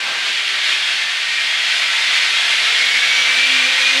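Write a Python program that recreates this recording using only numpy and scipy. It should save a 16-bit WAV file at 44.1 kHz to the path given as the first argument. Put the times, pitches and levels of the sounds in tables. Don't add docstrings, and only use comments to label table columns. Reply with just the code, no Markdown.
import sys
import numpy as np
from scipy import signal
from scipy.fft import rfft, irfft
from scipy.io import wavfile
from scipy.ndimage import map_coordinates

SR = 44100
rng = np.random.default_rng(int(sys.argv[2]) if len(sys.argv) > 2 else 0)


def pcm_store(signal):
    levels = np.round(np.clip(np.atleast_2d(signal), -1, 1) * 32767)
    wavfile.write(sys.argv[1], SR, levels.astype(np.int16).T)


N = 176400


# frequency in Hz, relative strength in dB.
EXHAUST_COLOUR = [(25, -63), (52, -61), (75, -47), (105, -44.5), (150, -39), (260, -30.5), (450, -25.5),
                  (680, -18), (1080, -18), (1300, -13), (1550, -8), (2200, -1.5), (2600, -2), (3500, -3.5),
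                  (4500, -8), (5400, -14), (7500, -20.5), (10700, -30), (12800, -44), (15200, -53)]
# pitch in Hz, width in Hz, boost in dB.
PIPE_RINGS = [(704, 25, 3.5), (908, 32, 4), (1050, 82, 2), (1167, 50, 3.5), (1332, 52, 4), (1533, 34, 5),
              (1696, 96, 1.5), (1878, 44, 3.5), (2112, 42, 4), (2372, 45, 3), (2776, 57, 0.5),
              (3290, 160, 1.5), (3650, 100, 1.5), (4350, 43, 2.5)]
# time in seconds, hiss level in dB.
AIR_FLOW = [(0, -21), (.2, -19.5), (.3, -18.5), (.5, -19), (.7, -16.5), (.8, -18), (.92, -17.5),
            (1.0, -19.2), (1.4, -18.5), (1.75, -16.5), (1.95, -16), (2.5, -15), (3.05, -15), (3.4, -14.5),
            (3.7, -15), (3.88, -14.5), (4, -15)]

def exhaust():
    flare_db, flutter_db, flutter_hz = -9, .45, 22.2
    pipes = unit(echoes(noise(EXHAUST_COLOUR, PIPE_RINGS)) + undb(flare_db) * pipe_flares())
    return pipes * undb(curve(AIR_FLOW) + flutter_db * walk(flutter_hz))


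def pipe_flares():
    swell_db, swell_hz = 4.5, 6
    f, colour, out = np.fft.rfftfreq(N, 1 / SR), np.array(EXHAUST_COLOUR), 0
    for hz, width, boost_db in PIPE_RINGS:
        ring = unit(irfft(rfft(rng.standard_normal(N)) / (1 + ((f - hz) / (.5 * width)) ** 2), N))
        drive_db = np.interp(np.log(hz), np.log(colour[:, 0]), colour[:, 1])
        spell_db = swell_db * np.minimum(walk(swell_hz), 2)
        out = out + ring * np.sqrt(width) * undb(drive_db + boost_db + spell_db)
    return unit(out)


# frequency in Hz, relative strength in dB.
SPRAY_COLOUR = [(1500, -18), (4000, 18.5), (6500, -10.5), (10500, -22.5), (13000, -18), (15200, -28)]

def spray():
    return undb(-43) * noise(SPRAY_COLOUR)


# time in seconds, turns per second.
SHAFT_SPEED = [(0, 175.5), (.5, 186), (1, 197.6), (1.75, 215.5), (2.5, 233), (3.2, 249.5), (3.65, 258.6),
               (4, 265.7)]

def machine():
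    wobble = 1 + .00087 * walk(rate=29.6)
    shaft_hz = curve(SHAFT_SPEED) * wobble
    tones = rotor_whine(wobble) + bearing_whistle(shaft_hz) + shaft_hum(shaft_hz)
    return room(tones) + belt(shaft_hz)


# time in seconds, pitch in Hz, level in dB.
ROTOR_WHINE = [(0, 1562, -31), (.5, 1635, -39.5), (1.05, 1778, -31), (1.25, 1857, -32), (1.4, 1848, -26),
               (1.6, 1915, -36.5), (1.9, 1980, -29.5), (2.45, 2093, -30.5), (2.8, 2182, -23.5),
               (3.02, 2238, -18.5), (3.35, 2327, -20), (3.55, 2377, -24), (3.72, 2399, -27),
               (3.89, 2446, -19.5), (4, 2490, -37)]

def rotor_whine(wobble):
    return tone(curve(ROTOR_WHINE) * wobble, curve(ROTOR_WHINE, axis=2))


# time in seconds, level in dB, level of the octave above in dB.
BEARING_LEVELS = [(0, -50, -68), (1, -42, -64), (1.7, -39, -62), (2.05, -47, -57), (2.45, -46, -49),
                  (2.8, -42, -55), (3.08, -38, -65), (3.2, -30, -68), (3.3, -40, -68), (3.52, -43, -69),
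                  (3.65, -33, -70), (3.76, -46, -71), (3.88, -37, -72), (4, -41, -72)]

def bearing_whistle(shaft_hz):
    hz = 23.3 * shaft_hz
    return tone(hz, curve(BEARING_LEVELS)) + tone(2 * hz, curve(BEARING_LEVELS, axis=2))


# time in seconds, level in dB, level of the octave above in dB.
HUM_LEVELS = [(0, -78, -49.5), (.7, -65, -54.5), (1.05, -64.5, -65), (2.2, -69, -60), (2.8, -56, -49),
              (3.45, -49.5, -47), (3.64, -37, -42), (3.78, -62, -43), (3.97, -40.5, -40.5)]

def shaft_hum(shaft_hz):
    hz = shaft_hz * (1 + .013 * walk(rate=45))
    return tone(hz, curve(HUM_LEVELS)) + tone(2 * hz, curve(HUM_LEVELS, axis=2))


# frequency in Hz, relative strength in dB.
BELT_COLOUR = [(60, -43), (150, -9.5), (280, -5.5), (550, -2), (900, 0), (1400, -7), (3000, -20)]

def belt(shaft_hz):
    top_speed_db, db_per_doubling = -40.5, 28
    level_db = top_speed_db + db_per_doubling * np.log2(shaft_hz / shaft_hz.max())
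    return noise(BELT_COLOUR, PIPE_RINGS) * undb(level_db)


# frequency in Hz, relative strength in dB.
SHUFFLE_COLOUR = [(50, -45), (130, -11.5), (220, -3.5), (420, -0.5), (720, 5.5), (1200, 8.5), (3000, -28)]
# loudest moment in seconds, fade time on either side in seconds, level in dB.
SHUFFLE_SWELLS = [(0.093, 0.059, -37.5), (0.16, 0.24, -37), (0.564, 0.047, -38.5), (1.608, 0.046, -47)]

def shuffles():
    t = np.arange(N) / SR
    swells = sum(undb(db) * np.exp(-((t - peak) / fade) ** 2) for peak, fade, db in SHUFFLE_SWELLS)
    return noise(SHUFFLE_COLOUR) * swells


def echoes(x, count=12):
    echo_db, drift_s, drift_hz = -9, .0001, .95
    out = x.copy()
    for delay_s in rng.uniform(.004, .03, count):
        place = np.arange(N) - (delay_s + drift_s * walk(drift_hz)) * SR
        out += undb(echo_db) / np.sqrt(count) * map_coordinates(x, [place], order=3, mode="mirror")
    return unit(out)


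def room(x):
    fade_s, room_db = .63, -15.5
    t = np.arange(SR // 2) / SR
    tail = rng.standard_normal(len(t)) * np.exp(-np.log(1000) * t / fade_s)
    return x + undb(room_db) * signal.fftconvolve(x, tail / np.linalg.norm(tail))[:N]


def noise(colour, rings=()):
    f, rows = np.fft.rfftfreq(N, 1 / SR), np.array(colour, float)
    db = np.interp(np.log(f + 1), np.log(rows[:, 0]), rows[:, 1])
    for hz, width, boost_db in rings:
        db = db + boost_db / (1 + (2 * (f - hz) / width) ** 2)
    return unit(irfft(rfft(rng.standard_normal(N)) * undb(db), N))


def tone(hz, db):
    waver_db = 2.5 * walk(rate=24)
    return np.sqrt(2) * undb(db + waver_db) * np.sin(2 * np.pi * np.cumsum(hz) / SR)


def walk(rate):
    f = np.fft.rfftfreq(2 * N, 1 / SR)
    return unit(irfft(rfft(rng.standard_normal(2 * N)) * np.exp(-(2 * f / rate) ** 2)))[:N]


def curve(table, axis=1):
    rows = np.array(table, float)
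    return np.interp(np.arange(N) / SR, rows[:, 0], rows[:, axis])


def undb(db):
    return 10 ** (np.asarray(db) / 20)


def unit(x):
    return x / np.sqrt(np.mean(x ** 2))


def scene():
    return (exhaust() + spray() + machine() + shuffles())[None]


def record(dry):
    fade_in_s, top_hz = .003, 15200
    opening = np.minimum(np.arange(N) / (fade_in_s * SR), 1)
    return signal.sosfilt(signal.ellip(12, .1, 90, top_hz, fs=SR, output="sos"), dry * opening)


dry = scene()
out = record(dry)
pcm_store(out)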